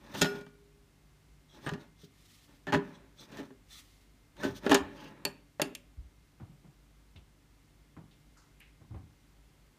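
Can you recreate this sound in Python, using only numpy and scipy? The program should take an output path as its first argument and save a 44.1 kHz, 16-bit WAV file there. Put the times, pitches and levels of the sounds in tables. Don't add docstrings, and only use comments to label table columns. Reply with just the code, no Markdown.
import sys
import numpy as np
from scipy import signal
from scipy.fft import rfft, irfft, next_fast_len
from scipy.io import wavfile

SR = 44100
rng = np.random.default_rng(int(sys.argv[2]) if len(sys.argv) > 2 else 0)


def int16_out(signal):
    q = np.round(np.clip(np.atleast_2d(signal).T, -1, 1) * 32767)
    wavfile.write(sys.argv[1], SR, q.astype(np.int16))


N = 431298
T = np.arange(N) / SR
RING_T = T[:30000]


def undb(db):
    return 10 ** (np.asarray(db) / 20)


def unit(x):
    return x / np.sqrt(np.mean(x ** 2))


def fade(t, decay):
    return np.exp(-np.log(1000) * t / decay)


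def add(track, s, sound):
    i = max(int(s * SR), 0)
    track[i:i + len(sound)] += sound[:N - i]


def colour(x, points):
    hz, db = np.transpose(points)
    size = next_fast_len(len(x))
    f = np.maximum(np.fft.rfftfreq(size, 1 / SR), 1)
    gain = undb(np.interp(np.log(f), np.log(hz), db)) * np.minimum(f / hz[0], 1) ** 2
    return unit(irfft(rfft(x, size) * gain, size)[:len(x)])


def band(hz, width, size):
    edges = np.clip([hz - width / 2, hz + width / 2], 20, SR / 2 - 100)
    bandpass = signal.butter(2, edges, "band", fs=SR, output="sos")
    return unit(signal.sosfilt(bandpass, rng.standard_normal(2 * size))[size:])


def walk(rate):
    points = rng.standard_normal(int(T[-1] * rate) + 2)
    return np.interp(T * rate, np.arange(len(points)), points)


def burst(hz, width, envelope):
    x = band(hz, width, len(envelope)) * envelope
    return unit(x) * np.sqrt(np.mean(envelope ** 2))


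def ring(tones, force_db, clock=RING_T):
    return sum((-1) ** k * undb(db + force_db(hz)) * np.sin(2 * np.pi * hz * clock) * fade(RING_T, decay)
               for k, (hz, db, decay) in enumerate(tones))


def crash(bands, force_db, stretch=1, rise_cycles=0.68):
    t = RING_T[:len(RING_T) // 5]
    out = np.zeros(len(t))
    for hz, width, db, decay in bands:
        envelope = fade(t, decay * stretch) * (1 - np.exp(-t * hz / rise_cycles))
        out += undb(db + force_db(hz)) * burst(hz, width, envelope)
    return out


def slips(rate, spread_db):
    chance, size, sign = rng.random(N), rng.exponential(size=N), rng.standard_normal(N)
    return (chance < rate / SR) * undb(spread_db * np.minimum(size, 4)) * np.sign(sign)


def stroke(peak_s, rise_s, fall_s, depth_db=19):
    away = np.maximum((peak_s - T) / rise_s, (T - peak_s) / fall_s)
    gain, moving = np.zeros(N), away < 2
    gain[moving] = undb(-depth_db * away[moving] ** 1.9)
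    return gain


def stirred(source, gain, tones, share, damping_s):
    response = ring(tones, lambda hz: 0) * fade(RING_T, damping_s)
    response = response / np.std(signal.fftconvolve(source[:SR], response)[:SR])
    return source * gain + share * signal.fftconvolve(source * gain, response)[:N]


# f/Hz, level/dB
AIR_COLOUR = [(15, -32), (25, -11), (55, 1.5), (75, -13), (152, -11), (221, -14.5), (289, -12.5),
              (322, -18.5), (410, -18.5), (445, -23), (614, -24.5), (2060, -28.5), (2630, -29.5),
              (8580, -36), (15500, -41.5)]
# f/Hz, level/dB
HUM_TONES = [(50, -67.5), (100, -75.5), (149, -74), (293, -79.5), (2101, -86)]
def kitchen(air_db=-64):
    air = undb(air_db + .5 * walk(5.0)) * colour(rng.standard_normal(N), AIR_COLOUR)
    hum = sum(undb(db + 2.1 * walk(1.6)) * np.sqrt(2) * np.sin(2 * np.pi * hz * T + 0.66 * walk(6.7))
              for hz, db in HUM_TONES)
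    return air + hum


# f/Hz, level/dB, decay/s
SHELL_TONES = [(160.5, -8.5, 0.16), (189.4, -8.5, 0.35), (248.6, -10.5, 0.5), (272.5, -1.5, 0.21),
               (401.2, -3, 0.25), (575, -14.5, 0.25), (596.4, -6.5, 0.19), (847, -7, 0.12),
               (904, -7, 0.096), (990, -13.5, 0.19), (1110, -16, 0.16), (1215, -11.5, .14),
               (1390, -14.5, 0.075), (1645, -17.5, 0.2), (1710, -13, 0.17), (1780, -13, 0.14),
               (2130, -25, 0.32), (2509, -23.5, 0.26), (2822, -17, 0.2)]
# f/Hz, level/dB, decay/s
TRAY_TONES = [(405.2, -8.5, 0.83), (745, -10.5, 0.28), (406.9, -7.5, 0.9), (1438.5, -2, 0.46),
              (1830, -3, 0.18), (2340, -19.5, 0.68), (2660, -7.5, .17), (3290, -11, .2), (3587, -4.5, 0.14),
              (4040, -7.5, 0.21), (5040, -19.5, 0.19), (5230, -8, 0.3), (5400, -29, .45), (6555, -31, 0.5),
              (7025, -20, 0.218), (8400, -25, 0.37), (9451, -21.5, 0.17), (9800, -29, 0.28),
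              (11700, -26.5, 0.22)]
# f/Hz, level/dB
GRATE_COLOUR = [(59, -33.5), (100, -4), (140, 0), (273, 0.5), (483, -8.5), (572, -2.5), (755, -15),
                (855, -5), (1260, -13), (1450, -12.5), (1600, -11.5), (1790, -9), (2050, -16.5),
                (2400, -15), (3220, -25), (4000, -22.5), (5200, -49), (8800, -120)]
# f/Hz, level/dB
RUB_COLOUR = [(590, -36.5), (1000, -16), (1310, -8), (1780, -11), (2290, -11), (2740, -6.5), (2970, -6),
              (3520, 1.5), (4310, -5), (6130, -4.5), (7690, -16.5), (9110, -11.5), (10300, -20.5),
              (13500, -14.5), (15000, -16)]
# fastest t/s, speeding up/s, slowing down/s, grate level/dB, rub level/dB
SLIDES = [(.09, 0.13, 0.21, -50.5, -64), (0.184, 0.061, 0.085, -42, -44), (.352, 0.089, 0.084, -45, -59.5),
          (1.565, 0.054, 0.07, -53, -67), (1.665, 0.054, 0.05, -46, -54), (1.815, 0.051, 0.069, -53, -66),
          (2.035, 0.071, 0.059, -77, -62), (2.495, 0.022, 0.1, -57.5, -79), (2.85, 0.053, 0.3, -51.5, -71),
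          (3.225, 0.059, 0.037, -54, -56.5), (3.389, 0.14, 0.099, -45, -58),
          (4.447, 0.072, 0.091, -37, -50), (4.57, 0.039, 0.033, -54.5, -52.5),
          (4.665, 0.048, 0.07, -36, -54), (4.85, 0.054, 0.13, -46.5, -72), (5.04, 0.15, 0.093, -46.5, -62),
          (5.16, 0.12, 0.25, -53, -88)]
def sliding(grate_gain_db=-4.5, rub_gain_db=-2):
    grate_gain, rub_gain = np.zeros(N), np.zeros(N)
    for peak_s, rise_s, fall_s, grate_db, rub_db in SLIDES:
        speed = stroke(peak_s, rise_s, fall_s)
        grate_gain += speed * undb(grate_db + grate_gain_db)
        rub_gain += speed * undb(rub_db + rub_gain_db)
    grate = colour(slips(rate=2600, spread_db=2.5), GRATE_COLOUR)
    rub = colour(slips(rate=7700, spread_db=1.5), RUB_COLOUR) * undb(3 * walk(90))
    metal = stirred(grate, grate_gain, SHELL_TONES, share=0.5, damping_s=0.39)
    plastic = stirred(rub, rub_gain, TRAY_TONES, share=0.173, damping_s=0.26)
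    return metal + plastic


def force(clack_db, thud_db, tick_db, boom_db):
    top_db = tick_db + 0.015 * min(tick_db - clack_db, 0)
    pitches_hz = [190, 270, 430, 1000, 1750, 5500, 13000]
    levels_db = [thud_db + boom_db, thud_db, thud_db, clack_db, clack_db, tick_db, top_db]
    return lambda hz: np.interp(np.log(hz), np.log(pitches_hz), levels_db)


def rebounds(chatter_s, gap_s=.0075, fall_db=5.5):
    gaps = gap_s * np.exp(.2 * rng.standard_normal(8))
    delays = np.cumsum(gaps) - gaps[0]
    return [(delay, -fall_db * (delay / chatter_s) ** 2)
            for delay in delays if delay < np.sqrt(2) * chatter_s]


def crack(force_db, hz=3804, width_hz=4600):
    envelope = fade(RING_T[:len(RING_T) // 20], decay=0.0076)
    return undb(0.5 + force_db(hz)) * burst(hz, width_hz, envelope)


# f/Hz, width/Hz, level/dB, decay before stretching/s
CASING_BANDS = [(169, 52, -2.5, 0.093), (273.2, 30, -2.5, 0.14), (400.3, 25.5, -4, 0.11),
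                (595, 63, -5.5, 0.1), (851.6, 86, -5, 0.07), (1230, 640, -5.5, 0.084),
                (1730, 310, -6.5, 0.1), (2800, 920, -4.5, 0.095), (3900, 1300, -7, 0.12),
                (5650, 2000, -10.5, 0.072), (6680, 940, -7.5, 0.051), (8600, 1600, -13, 0.036),
                (12400, 3300, -13.5, 0.043)]
# t/s, bass level/dB
TRAY_BOOM = [(.2, 9), (1.7, 9), (2.7, 4), (4.4, -2), (4.75, -6.5)]
# t/s, clack level/dB, thud level/dB, tick level/dB, chatter/s
TRAY_KNOCKS = [(0.141, -41, -42, -55, .003), (0.149, -33.5, -40.5, -47.5, 0.008),
               (.213, -28.5, -31, -30, .003), (.217, -23.5, -23.5, -19.5, 0.0065),
               (.245, -26, -32, -39.5, 0.012), (.357, -48, -58, -63, 0.0075),
               (0.41, -52.5, -51, -56, 0.0031), (0.464, -49.5, -53, -67, 0.0033),
               (.481, -66.5, -56.5, -78.5, 0.0031), (1.663, -31, -37.5, -56, 0.018),
               (1.691, -31.5, -58, -45.5, 0.003), (1.714, -52, -35.5, -58, 0.012),
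               (1.736, -37, -45, -52.5, .003), (1.746, -67, -41.5, -64, 0.0086),
               (1.776, -62, -47, -75, .003), (2.034, -73, -47.5, -67, 0.00254),
               (2.669, -35.5, -38, -55.5, 0.029), (2.723, -24.5, -31, -47, .003),
               (2.729, -18, -25.5, -44, .003), (2.738, -23, -23, -42.5, .003),
               (2.745, -20, -22.5, -44, 0.0029), (2.753, -44, -23.5, -46, 0.0029),
               (2.764, -50, -29, -53, 0.012), (3.319, -53, -46, -59, .012), (3.371, -49, -54, -53, .006),
               (3.385, -50, -38, -58, 0.021), (3.505, -52, -45, -83, 0.003), (4.367, -55, -58, -63, .003),
               (4.434, -32.5, -31, -45, 0.016), (4.445, -39, -25, -49, .018),
               (4.664, -24.5, -20, -47.5, 0.003), (4.695, -29, -20.5, -37.5, 0.022),
               (4.713, -18, -19.5, -37, 0.0033), (4.718, -16.5, -15, -31.5, .003),
               (4.729, -19, -20, -37, .003), (4.7443, -28, -20, -20, 0.003), (4.748, -25, -26, -24, .003)]
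def knocks(shell_db=-11, scatter_db=2.5):
    out = np.zeros(N)
    contacts = [rebounds(chatter_s) for *_, chatter_s in TRAY_KNOCKS]
    for (s, clack_db, thud_db, tick_db, _), bounces in zip(TRAY_KNOCKS, contacts):
        boom_db = np.interp(s, *np.transpose(TRAY_BOOM))
        force_db = force(clack_db - 2, thud_db - 1, tick_db + 2, boom_db)
        shove_db = force(clack_db - 3, thud_db - 1, tick_db, boom_db)
        for delay, db in bounces:
            add(out, s + delay, undb(db) * crash(CASING_BANDS, force_db, stretch=0.63))
        add(out, s, crack(force_db))
        struck = lambda hz: shove_db(hz) + scatter_db * rng.standard_normal()
        delays, levels_db = np.transpose(bounces)
        shove = np.linalg.norm(undb(levels_db))
        add(out, s + np.mean(delays), shove * undb(shell_db) * ring(SHELL_TONES, struck))
    return out


# loudest t/s, swelling/s, dying/s, level/dB
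TRAY_SQUEAKS = [(.203, 0.0125, 0.011, -53.5), (1.669, .025, .035, -59)]
def squeaks(hz=8530, width_hz=200):
    gain = sum(undb(db) * stroke(peak_s, rise_s, fall_s) for peak_s, rise_s, fall_s, db in TRAY_SQUEAKS)
    return gain * band(hz, width_hz, N)


# t/s, level/dB
TRAY_JOLTS = [(.217, -29.5), (1.667, -54)]
# multiple of its pitch, level/dB, decay/s
RAIL_TONES = [(1, 0, 0.12), (1.013, -5, 0.1), (.43, -10.5, 0.1), (.82, -19.5, .06)]
# t/s, level/dB, f/Hz
RAIL_SNAGS = [(1.668, -47, 1800), (1.673, -37.5, 1200), (2.674, -31.5, 1755), (2.739, -32, 1760),
              (3.372, -47, 1795), (3.392, -50, 1795), (4.403, -45, 1745), (4.43, -31.5, 1515)]
def ringing(rattle_db=2.5, pitch_waver=.003):
    out = np.zeros(N)
    strikes = [(s, db, TRAY_TONES) for s, db in TRAY_JOLTS]
    for s, db, hz in RAIL_SNAGS:
        rail = [(multiple * hz, tone_db, decay) for multiple, tone_db, decay in RAIL_TONES]
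        strikes.append((s, db, rail))
    for s, db, tones in strikes:
        bend = pitch_waver * walk(70)[:len(RING_T)]
        add(out, s, ring(tones, lambda hz: db, RING_T + np.cumsum(bend) / SR))
    return out * undb(rattle_db * walk(110))


# f/Hz, level/dB
CRUMB_COLOUR = [(1500, -16), (3500, 3), (6500, 4.5), (9000, -5.5), (12000, 1), (15000, -5.5)]
def crumbs(gain_db=-22.5, flight_s=0.029):
    landing = np.zeros(N)
    for s, db in TRAY_JOLTS:
        add(landing, s, undb(db + gain_db) * RING_T / flight_s * np.exp(1 - RING_T / flight_s))
    return landing * colour(slips(rate=1400, spread_db=1.0), CRUMB_COLOUR)


# multiple of the pitch, width/Hz, level/dB
EDGE_BANDS = [(0.371, 261, -10), (1, 239.5, 0.5), (1.15, 300, -2), (1.731, 795, -5.5), (2.32, 400, -12.5)]
# start t/s, length/s, level/dB, f/Hz
LIGHT_GLIDES = [(1.481, 0.11, -66, 3353), (1.787, 0.052, -67, 3780), (2.003, 0.04, -67, 3430),
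                (2.929, 0.051, -63.5, 3390), (3.176, 0.072, -56.5, 3500), (3.696, 0.11, -57.5, 3480),
                (4.371, .085, -62.5, 3618), (4.537, 0.046, -66.5, 3370), (4.959, 0.14, -60, 2740)]
def rasping(ramp_s=0.02):
    out = np.zeros(N)
    for s, length_s, db, hz in LIGHT_GLIDES:
        t = T[:int(length_s * SR)]
        envelope = np.minimum(np.minimum(t, length_s - t) / ramp_s, 1)
        rasp = sum(undb(edge_db) * band(multiple * hz, width, len(t))
                   for multiple, width, edge_db in EDGE_BANDS)
        add(out, s, undb(db) * envelope * unit(rasp))
    return out


# f/Hz, level/dB
SKIN_COLOUR = [(470, -33), (800, -15), (985, -20), (1200, -10), (1590, -22), (1780, -6), (2300, -9),
               (3570, -6), (15000, -18)]
# fastest t/s, speeding up/s, slowing down/s, level/dB
SKIN_BRUSHES = [(2.29, 0.2, 0.39, -64), (3.75, 0.07, 0.11, -54.5), (3.89, 0.052, 0.24, -67)]
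def brushing():
    gain = sum(undb(db) * stroke(peak_s, rise_s, fall_s) for peak_s, rise_s, fall_s, db in SKIN_BRUSHES)
    return gain * colour(rng.standard_normal(N), SKIN_COLOUR) * undb(2.3 * walk(54))


# f/Hz, width/Hz, level/dB, decay/s
PHONE_BANDS = [(169, 143, 0.5, 0.33), (312, 128, -2.5, 0.25), (583, 240, -13, 0.29), (940, 570, -6, 0.24),
               (1580, 1600, -13.5, 0.19)]
# t/s, boom level/dB, knock level/dB, boom f/Hz
SOFT_BUMPS = [(4.49, -46, -75, 112), (4.8, -47.5, -77, 72), (5.967, -40.5, -79, 57.6),
              (6.399, -45.5, -52.5, 109), (6.49, -53.5, -74, 166.5), (6.642, -53, -62, 150),
              (7.153, -51.5, -62, 74.3), (7.965, -49, -50, 150), (8.809, -56, -60.5, 106.6),
              (8.904, -39.5, -59, 93.4), (8.942, -56, -51, 127), (9.028, -52, -83, 108.4)]
def bumps(swell_s=0.02):
    out = np.zeros(N)
    t = RING_T[:len(RING_T) // 2]
    envelope = t / swell_s * np.exp(1 - t / swell_s)
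    for s, boom_db, knock_db, hz in SOFT_BUMPS:
        add(out, s, undb(boom_db) * burst(hz, 0.53 * hz, envelope))
        add(out, s, crash(PHONE_BANDS, lambda hz: knock_db, rise_cycles=0.76))
    return out


# f/Hz, width/Hz, level/dB, decay/s
CATCH_BANDS = [(1782, 400, -18.5, 0.05), (2690, 670, -5.5, 0.055), (3346, 730, -6.5, 0.031),
               (5050, 1300, -5.5, 0.019), (6870, 1400, -4, 0.02), (9230, 860, -11.5, 0.038),
               (12400, 3000, -6.5, 0.019)]
# f/Hz, level/dB, decay/s
SPRING_TONES = [(4100, -16.5, .05), (4430, -3.5, 0.058), (4556, -3.5, 0.059)]
# f/Hz, level/dB, decay/s
FRONT_TONES = [(579, -1, 0.07), (810, -9.5, 0.046), (1070, -5.5, 0.023), (1642, -9.5, .045),
               (1894, -9, .045)]
# t/s, then level/dB of the clack, thud, snap, spring and front
LATCH_CLICKS = [(4.748, -21, -25.5, -40, -44, -38), (5.2512, -35, -33.5, -25.5, -24, -44.5),
                (5.597, -33, -34.5, -54, -63.5, -25), (5.617, -34.5, -24.5, -22.5, -32.5, -43),
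                (5.7502, -57, -58.5, -36.5, -68, -69)]
def latch(shell_db=-8.5):
    out = np.zeros(N)
    for s, clack_db, thud_db, snap_db, spring_db, front_db in LATCH_CLICKS:
        force_db = force(clack_db, thud_db, tick_db=clack_db - 18, boom_db=-2.5)
        add(out, s, undb(shell_db) * ring(SHELL_TONES, force_db))
        add(out, s, crash(CASING_BANDS, force_db, stretch=0.91))
        add(out, s, crack(force_db))
        add(out, s, crash(CATCH_BANDS, lambda hz: snap_db, rise_cycles=0.58))
        add(out, s, ring(SPRING_TONES, lambda hz: spring_db))
        add(out, s, ring(FRONT_TONES, lambda hz: front_db))
    return out


# t/s, level/dB, f/Hz, decay/s
FAINT_TICKS = [(7.16, -56.5, 3000, 0.14), (8.11, -67, 3360, 0.29), (8.365, -65, 1290, 0.44),
               (8.371, -65.5, 5900, 0.37), (8.601, -57.5, 10650, 0.03), (8.604, -56.5, 2320, 0.34)]
def ticks():
    out = np.zeros(N)
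    for s, db, hz, decay in FAINT_TICKS:
        envelope = fade(RING_T, decay) * (1 - np.exp(-RING_T / (0.0011 * decay)))
        add(out, s, undb(db) * burst(hz, 0.5 * hz, envelope))
    return out


# f/Hz, level/dB, decay/s
ECHO_BANDS = [(144.2, -15.5, 0.72), (413, -10.5, 0.43), (1110, -10, 0.29), (2556, -16.5, 0.41),
              (6010, -17.5, 0.13), (13030, -21, .22)]
def room(x):
    build_up = 1 - np.exp(-(RING_T / 0.012) ** 2)
    tail = np.zeros(len(RING_T))
    for hz, db, decay in ECHO_BANDS:
        echo = unit(band(hz, 0.8 * hz, len(RING_T)) * fade(RING_T, decay) * build_up)
        tail += undb(db) * echo * np.sqrt(2 * hz / SR / len(RING_T))
    return x + signal.fftconvolve(x, tail)[:N]


def scene():
    background = kitchen()
    slide = sliding()
    edge = (rasping() + squeaks()) * undb(2.5 * walk(160))
    nearby = slide + edge + brushing() + bumps() + ticks() + latch() + knocks() + ringing() + crumbs()
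    return (background + room(nearby))[None]


def record(dry, low_cut_hz=42, top_hz=15300):
    thinned = signal.sosfilt(signal.butter(3, low_cut_hz, "high", fs=SR, output="sos"), dry)
    return signal.sosfilt(signal.ellip(10, .2, 70, top_hz, fs=SR, output="sos"), thinned)


dry = scene()
out = record(dry)
int16_out(out)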